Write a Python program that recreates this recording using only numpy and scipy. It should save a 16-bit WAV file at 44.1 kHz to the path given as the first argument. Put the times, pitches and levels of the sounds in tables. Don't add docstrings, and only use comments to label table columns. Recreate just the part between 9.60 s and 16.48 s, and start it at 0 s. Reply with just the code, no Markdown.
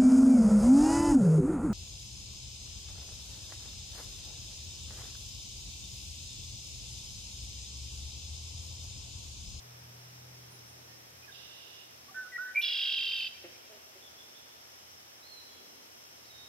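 import sys
import numpy as np
from scipy import signal
from scipy.fft import rfft, irfft, next_fast_len
from scipy.io import wavfile
from scipy.ndimage import map_coordinates

SR = 44100
rng = np.random.default_rng(int(sys.argv[2]) if len(sys.argv) > 2 else 0)


def materialize(psi):
    bounded = np.clip(np.atleast_2d(psi).T, -1, 1)
    quanta = np.round(bounded * 32767).astype(np.int16)
    wavfile.write(sys.argv[1], SR, quanta)


N = 303441
TIME = np.arange(N) / SR
TRILL_START_S, TRILL_END_S = 3.03, 3.681


def amp(db):
    return 10 ** (np.asarray(db) / 20)


def unit(x):
    return x / np.sqrt(np.mean(x ** 2) + 1e-20)


def along(points, hz):
    f, v = np.transpose(points)
    return np.interp(np.log(hz + 1), np.log(f + 1), v)


def curves(rows, at=TIME):
    position, *columns = np.transpose(rows)
    return [np.interp(at, position, column) for column in columns]


def gate(start, end, edge):
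    inside = np.minimum(TIME - start, end - TIME)
    return np.sin(np.pi / 2 * np.clip(inside / edge + .5, 0, 1)) ** 2


def wobble(rate):
    knots = rng.standard_normal(int(N * rate / SR) + 4)
    coarse = TIME[::8]
    return np.interp(TIME, coarse, map_coordinates(knots, [coarse * rate]))


def tone(hz):
    return np.sqrt(2) * np.sin(2 * np.pi * (np.cumsum(hz) / SR + rng.random()))


def filtered(x, response):
    m = next_fast_len(N + SR)
    return irfft(rfft(x, m) * response(np.fft.rfftfreq(m, 1 / SR)), m)[..., :N]


def noise(spectrum):
    closed = [(spectrum[0][0] / 2, -120), *spectrum, (spectrum[-1][0] * 2, -120)]
    return unit(filtered(rng.standard_normal(N), lambda hz: amp(along(closed, hz))))


def diffuse(spectrum):
    # [f/Hz, correlation]
    coherence = [(60, 0.88), (130, 0.35), (290, 0.3), (640, -0.3), (1410, -0.44), (3100, -0.075),
                 (6820, -0.59), (15000, 0.39)]

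    def turn(hz):
        return np.arccos(np.clip(along(coherence, hz), -1, 1)) / 2

    mid = filtered(noise(spectrum), lambda hz: np.cos(turn(hz)))
    side = filtered(noise(spectrum), lambda hz: np.sin(turn(hz)))
    return np.array([mid + side, mid - side]) / np.std(mid)


def placed(x, left_db, lead_ms):
    ears = np.array([[.5], [-.5]])
    return amp(left_db * ears) * filtered(x, lambda hz: np.exp(2j * np.pi * hz * ears * lead_ms / 1000))


def scatter(x, decay, build):
    hz, t, z = signal.stft(rng.standard_normal((2, SR + SR // 2)), SR, nperseg=256)
    fall = amp(-60 * t / along(decay, hz)[:, None])
    rise = 1 - np.exp(-t / build)
    tail = signal.istft(z * fall * rise, SR, nperseg=256)[1]
    return signal.fftconvolve(x[None], tail / np.linalg.norm(tail[0]), axes=1)[:, :N]


def whistles(notes, waver, scoop_s, swell_db_per_s, fade_db, attack_s, release_s, roundness=1.34):
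    out = np.zeros(N)
    for start, length, hz, scoop, bend, db, swell_s in notes:
        span = slice(int(start * SR), int((start + length + release_s / 2) * SR))
        t = np.maximum(TIME[span] - start, 0)
        semitones = scoop * np.exp(-t / scoop_s) + bend * np.minimum(t / length, 1) ** 2
        pitch = hz * 2 ** (semitones / 12) * (1 + waver * wobble(180)[span])
        fading = np.maximum(t - swell_s, 0) / max(length - swell_s, release_s)
        level = db - swell_db_per_s * np.maximum(swell_s - t, 0) - fade_db * fading ** roundness
        edges = np.minimum(t / attack_s, 1) * np.clip((length - t) / release_s + .5, 0, 1)
        out[span] += amp(level) * edges * tone(pitch)
    return out


def pond():
    # [f/Hz, relative level per hertz/dB]
    air_spectrum = [(76, -56), (130, -13), (215, -12), (392, -4), (551, -3.4), (673, -2.5), (1030, -5.5),
                    (2480, -6.5), (3090, -7.5), (4620, -9), (5310, -4.5), (7470, -13.5), (10700, -17.5),
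                    (12800, -14.5), (15700, -21)]
    # [f/Hz, relative level per hertz/dB]
    shrill_spectrum = [(4400, -37), (5050, -5.5), (5400, 0.5), (5900, -5.5), (6800, -18)]
    # [f/Hz, relative level per hertz/dB]
    chirr_spectrum = [(2700, -20), (3000, -9), (3200, -7), (3400, -11), (3800, -25)]
    # [t/s, half width at 1/e of the peak/s, gain before flutter/dB]
    swells = [(1.1, 0.45, -71.5), (6.12, 0.33, -71)]
    traffic_db = -78
    traffic_spectrum = [(150, -15.5), (220, -1.0), (380, 0), (600, -10.5), (1200, -16)]

    air = amp(-59.0) * diffuse(air_spectrum)
    bumps = sum(amp(db) * np.exp(-((TIME - s) / width) ** 2) for s, width, db in swells)
    passing = amp(traffic_db) + bumps
    traffic = passing * amp(0.69 * wobble(5.4)) * diffuse(traffic_spectrum)
    shrill = amp(-65.5 + 1.06 * wobble(25)) * diffuse(shrill_spectrum)
    chirr_db = np.interp(TIME, [1, 5], [-82, -72])
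    chirr = amp(chirr_db + 1.4 * wobble(7.2)) * diffuse(chirr_spectrum)
    return air + traffic + shrill + chirr


def engine():
    # [t/s, firing line level/dB]
    line_levels = [(0.0, -58), (0.07, -56), (0.73, -55.5), (2.24, -75), (2.36, -68), (2.91, -85.5),
                   (3.97, -73.5), (4.06, -79), (5.61, -75.5), (6.11, -84), (6.84, -70.5), (6.88, -74)]
    # [t/s, firing rate f/Hz]
    revs = [(0, 121.3), (.5, 123), (1.5, 120.3), (4, 120.2), (6.88, 118)]
    rumble_db, rumble_follows = -66, 0.47
    overtone_db = -81.5
    exhaust = [(25, -26), (55, -20), (72, -22), (86, 2.5), (105, -14), (170, -10), (260, -20)]

    db, = curves(line_levels)
    fading_db = db - db.max()
    hz, = curves(revs)
    shaft = hz * (1 + .012 * wobble(16)) / 3
    orders = tone(3 * shaft) + amp(-16) * tone(4 * shaft)
    second_order = tone(2 * shaft * (1 + 0.038 * wobble(12)))
    rumble = amp(-3.5) * second_order + amp(0.5) * noise(exhaust)
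    overtone = amp(overtone_db + 2.3 * wobble(3)) * tone(2 * hz)
    return amp(db) * orders + amp(rumble_db + rumble_follows * fading_db) * rumble + overtone


def frog(count=18, rough=0.049):
    # [t/s, length/s, settled pitch f/Hz, level/dB, t60/s]
    gulps = [(3.837, 0.065, 173.2, -44.5, .16), (4.091, .088, 207.4, -54.5, 0.66),
             (4.346, 0.04, 188, -57.5, 0.35)]
    # [f/Hz, relative level/dB]
    throat = [(180, -25), (350, 1), (530, -2.5), (620, 2.5), (720, -11), (950, -26), (1900, -13),
              (3000, -11), (4000, -48)]
    attack_s = 0.01
    drop, drop_s = 0.151, .008

    out = np.zeros(N)
    for start, length, pitch, db, t60 in gulps:
        span = slice(int(start * SR), int((start + length) * SR))
        t = TIME[span] - start
        hz = pitch * (1 + drop * np.exp(-t / drop_s))
        gain = np.minimum(t / attack_s, amp(-60 * (t - attack_s) / t60))
        k = np.arange(1, count + 1)[:, None]
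        cycles = np.cumsum(hz * (1 + rough * wobble(250)[span])) / SR
        phase = 2 * np.pi * (k * cycles + rng.random((count, 1)) / 2)
        voice = unit(np.sum(amp(along(throat, k * hz)) * np.sin(phase), axis=0))
        out[span] += amp(db) * gain * voice * signal.windows.tukey(len(hz), .1)
    return out


def small_birds():
    # [t/s, length/s, pitch f/Hz, scoop/semitones, bend/semitones, level before distance/dB, swell/s]
    far_calls = [(.9, .062, 10050, -2.5, 0.5, -62, .042), (1.06, .1, 9170, .6, -.6, -67, .005),
                 (1.27, .09, 1820, -0.5, 0.5, -69.5, .04), (2.795, .075, 14000, 0, -.1, -61, .03),
                 (3.53, .1, 9100, 0, 0.5, -69, .04), (5.62, .2, 4350, -3, -1.8, -52.5, 0.17),
                 (5.88, 0.13, 3315, .5, 0, -64, .09), (6.64, .028, 3600, 1, 8.5, -61, .01),
                 (6.677, 0.0154, 3500, 7.5, -2.5, -61.5, .009), (6.69, 0.22, 3687, 1.3, 0.5, -55.5, 0.12)]
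    # [t/s, level before distance/dB]
    chip_row = [(4.422, -57), (4.58, -57.5), (4.745, -59), (4.89, -66)]
    chip_hz, chip_s = 3510, .066

    calls = whistles(far_calls, waver=.004, scoop_s=.025, swell_db_per_s=42, fade_db=3,
                     attack_s=0.0085, release_s=.014)
    chips = [(start, chip_s, chip_hz, -.7, 0, db, .025) for start, db in chip_row]
    return calls + whistles(chips, waver=.022, scoop_s=0.0075, swell_db_per_s=40, fade_db=5,
                            attack_s=0.0031, release_s=.012)


def rival(band_hz=2840, beat_hz=48.1, swing=0.021):
    # [f/Hz, relative level per hertz/dB]
    buzz_spectrum = [(2300, -38), (2650, -3), (2850, -7.5), (3150, -9), (3600, -0.5), (3950, -7),
                     (4350, -16), (5050, -6), (6000, -37)]
    # [t/s, length/s, pitch f/Hz, scoop/semitones, bend/semitones, level before distance/dB, swell/s]
    opening = [(1.62, .04, 2450, 0, .2, -58.5, .025), (1.675, 0.029, 1647, 1.5, -.7, -54, .021),
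               (1.718, 0.013, 3590, 0.16, -.25, -52, .012)]
    start_s, end_s, release_s = 1.74, 2.216, 0.074
    start_db, fade_db_per_s = -56.5, 7.5
    accent_db, accent_s = 4, 0.036

    t = np.maximum(TIME - start_s, 0)
    db = start_db - fade_db_per_s * t + accent_db * np.exp(-t / accent_s)
    edges = gate(start_s, TIME[-1], 0.034) * np.exp(-np.maximum(TIME - end_s, 0) / release_s)
    beat = tone(beat_hz * (1 + .05 * wobble(12)))
    pitch = band_hz * (1 + swing * beat + 0.0122 * wobble(300))
    line = tone(pitch) * unit(amp(2.1 * beat))
    buzz = noise(buzz_spectrum) * unit(amp(-1.1 * beat))
    line_gain = amp(np.interp(TIME, [1.8, 2.0], [-6, -2]))
    song = amp(db) * edges * (line_gain * line + amp(-1.0) * buzz)
    return song + whistles(opening, waver=.012, scoop_s=.011, swell_db_per_s=300, fade_db=4,
                           attack_s=0.0038, release_s=.007)


def sizzle(width_hz=1300):
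    # [f/Hz, relative level per hertz/dB]
    trace_spectrum = [(10500, -18), (11600, 6), (12500, -6), (14300, -8), (15800, -6)]
    # [t/s, centre f/Hz, level/dB, t60/s]
    spits = [(2.962, 11500, -51.5, 0.085), (2.99, 11600, -46, 0.12), (3.012, 13300, -45, 0.12),
             (3.02, 14900, -64, 2.2)]

    out = amp(-69) * gate(TRILL_START_S, TRILL_END_S, .02) * noise(trace_spectrum)
    for start, hz, db, t60 in spits:
        band = noise([(hz - width_hz, -22), (hz, 0), (hz + width_hz, -16)])
        decay = amp(db - 60 * np.abs(TIME - start) / t60)
        out = out + decay * gate(start, TRILL_END_S, .015) * band
    return out


def trill(jitter=.0135, flutter=0.028, slip=.018):
    # [t/s, gain on all voices/dB, drive of the upper partials/dB]
    course = [(3.03, -33.5, -16), (3.038, -30, -11.5), (3.07, -32, -8.5), (3.358, -31.5, -13),
              (3.678, -35, -10)]
    # [share of the beat, multiple of the voice's pitch, relative level/dB]
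    arch_shape = [(0, .99, -15), (.14, .99, -5), (.35, 1.015, -3), (.55, 1.005, 0), (0.719, .985, -5),
                  (.86, .975, -5), (1, .99, -26)]
    under_shape = [(0, 1.05, -7), (.12, 1.04, -21), (0.379, 1.03, -13.5), (0.558, 1.02, -3), (.72, 1, -5.5),
                   (.9, .995, -1), (1, 1.05, -5)]
    flick_shape = [(0, 1.25, -13.5), (.07, 1.2, -5.5), (0.201, 1.08, -16.5), (.5, 1.2, -25),
                   (.76, 1.2, -19), (.88, 1.06, -6), (1, 1.25, -17)]
    squeak_shape = [(0, 1.58, 3), (.1, 1.45, 1), (.24, 1.48, -5), (.36, 1.55, -4.5), (.55, 1.55, -15),
                    (.75, 1.46, -15), (.9, 1.57, -10), (1, 1.58, 0.5)]
    # [f/Hz, relative level per hertz/dB]
    rasp_spectrum = [(1400, -35), (1900, -15.5), (2450, -6.5), (3500, -4.5), (5000, -7.5), (5800, -20),
                     (7000, -39), (8000, -31), (10000, -30)]
    # [f/Hz, gain/dB]
    beak = [(3000, -0.5), (3700, 2.5), (3930, 4), (4100, -2), (4400, -1), (4630, 2.5), (4930, -3.5),
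            (5080, 3.5), (5380, -8), (5700, -1)]
    beat_hz, slowing_hz_per_s = 48.05, 5.6
    upper_hz, lower_hz, sag_hz_per_s = 3314, 2866, 345
    overshoot_hz, settle_s = 103.9, .07
    rasp_db = -8

    db, upper_db = curves(course)
    t = TIME - TRILL_START_S
    beats = beat_hz * t - slowing_hz_per_s * t ** 2 / 2
    high_hz = upper_hz - sag_hz_per_s * t + overshoot_hz * np.exp(-np.maximum(t, 0) / settle_s)
    low_hz = lower_hz - sag_hz_per_s * t

    def gesture(hz, shape, unsteady):
        ratio, level = curves(shape, (beats + slip * wobble(60)) % 1)
        return hz * ratio * (1 + unsteady * wobble(450)), amp(level + 0.86 * wobble(130))

    pitch, gain = gesture(high_hz, arch_shape, jitter)
    first = amp(-28.5) * tone(pitch / 2)
    third = amp(upper_db - 3.5) * tone(pitch + pitch / 2)
    arch = gain * (tone(pitch) + first + third)
    pitch, gain = gesture(low_hz, under_shape, jitter * 2.19)
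    under = gain * (tone(pitch) + amp(rasp_db) * noise(rasp_spectrum))
    pitch, gain = gesture(high_hz, flick_shape, flutter)
    flick = gain * tone(pitch)
    pitch, gain = gesture(high_hz, squeak_shape, flutter * 0.89)
    squeak = gain * amp(upper_db) * tone(pitch)
    voices = gate(3.023, TRILL_END_S, .01) * amp(db) * (arch + under + flick + squeak)
    return filtered(voices, lambda hz: amp(along(beak, hz)))


def blackbird():
    # [t/s, length/s, pitch f/Hz, scoop/semitones, bend/semitones, level/dB, swell/s]
    opening_notes = [(2.482, .024, 1150, -.7, 1, -56, .016), (2.507, 0.039, 762, 0, 0, -59, .012),
                     (2.543, 0.14, 1518, -0.39, -0.69, -39, 0.03),
                     (2.542, 0.099, 1783, 0, -.55, -50.5, .028), (2.648, 0.039, 1280, 0.11, 1, -56, .022),
                     (2.718, 0.053, 1911, 1, -0.046, -33.5, 0.051),
                     (2.758, 0.017, 2240, -0.12, -1.5, -53, .013),
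                     (2.779, .15, 1503, -1.95, -0.0095, -36.5, 0.018),
                     (2.835, 0.12, 1742, -0.035, -.2, -54.5, .028), (2.948, 0.0087, 2330, 0, 0, -38, .005),
                     (2.9565, 0.0086, 2253, .3, -0.12, -27, .005),
                     (2.965, 0.043, 2361, 0.11, 0.21, -23.8, 0.014)]
    # [t/s, length/s, pitch f/Hz, scoop/semitones, bend/semitones, level/dB, swell/s]
    leap_notes = [(2.959, .008, 3100, -3, -1, -54, .004), (3.008, .013, 2550, 0, 10, -39, .009),
                  (3.0195, .011, 5550, -2, -.7, -45, .004)]

    sung = whistles(opening_notes, waver=0.0072, scoop_s=.01, swell_db_per_s=400, fade_db=12.5,
                    attack_s=0.0022, release_s=0.0055)
    leaps = whistles(leap_notes, waver=.035, scoop_s=.003, swell_db_per_s=200, fade_db=3,
                     attack_s=0.0015, release_s=.003)
    husky = sung * (1 + 0.078 * wobble(900))
    return husky + leaps + trill() + sizzle()


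def scene():
    # [delay t/s, level/dB]
    shore = [(0.126, -20), (.78, -34), (.98, -40), (1.07, -40)]
    # [f/Hz, t60/s]
    bush_decay = [(500, 0.13), (6000, 0.089)]
    # [f/Hz, t60/s]
    woods_decay = [(300, 0.59), (1500, 1.66), (3000, 0.98), (6000, 1.35), (12000, 0.16)]
    # [f/Hz, left minus right level/dB]
    side_tilt = [(1500, -5), (1900, 3), (2370, -3), (2800, -4), (3200, -0.5), (3600, -6), (4100, 2.5),
                 (5200, 2)]

    song, answer, gulps = blackbird(), rival(), frog()
    far = small_birds()
    dull = filtered(song, lambda hz: amp(along([(2400, 0.5), (3200, -13)], hz)))
    echoes = sum(amp(db) * np.interp(TIME - delay, TIME, dull, left=0) for delay, db in shore)
    bird = placed(song, left_db=0, lead_ms=0.022)
    bird = filtered(bird, lambda hz: amp(np.outer([.5, -.5], along(side_tilt, hz))))
    distant = amp(-4) * placed(answer, left_db=-19.5, lead_ms=0.11)
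    distant = distant + amp(-2.5) * placed(far, left_db=-8.0, lead_ms=0.02)
    to_leaves = amp(-10.0) * song + amp(-7.5) * far + amp(-9) * answer
    leaves = scatter(to_leaves, bush_decay, build=0.0028)
    to_woods = amp(-16) * song + amp(-4.5) * far + amp(-9.5) * answer + amp(-5.0) * gulps
    woods = scatter(to_woods, woods_decay, build=0.02)
    low = placed(gulps, left_db=-1, lead_ms=0.11) + placed(engine(), left_db=1.0, lead_ms=-.05)
    return bird + echoes + distant + leaves + woods + low + pond()


def record(dry):
    # [f/Hz, level/dB]
    whine_lines = [(9711, -81.5), (12888, -76), (12947, -76), (13006, -80)]
    top_hz = 15800
    whine = sum(amp(db) * tone(hz + 1.46 * wobble(7.4)) for hz, db in whine_lines)
    return filtered(dry + whine, lambda hz: hz < top_hz)


dry = scene()
out = record(dry)
materialize(out)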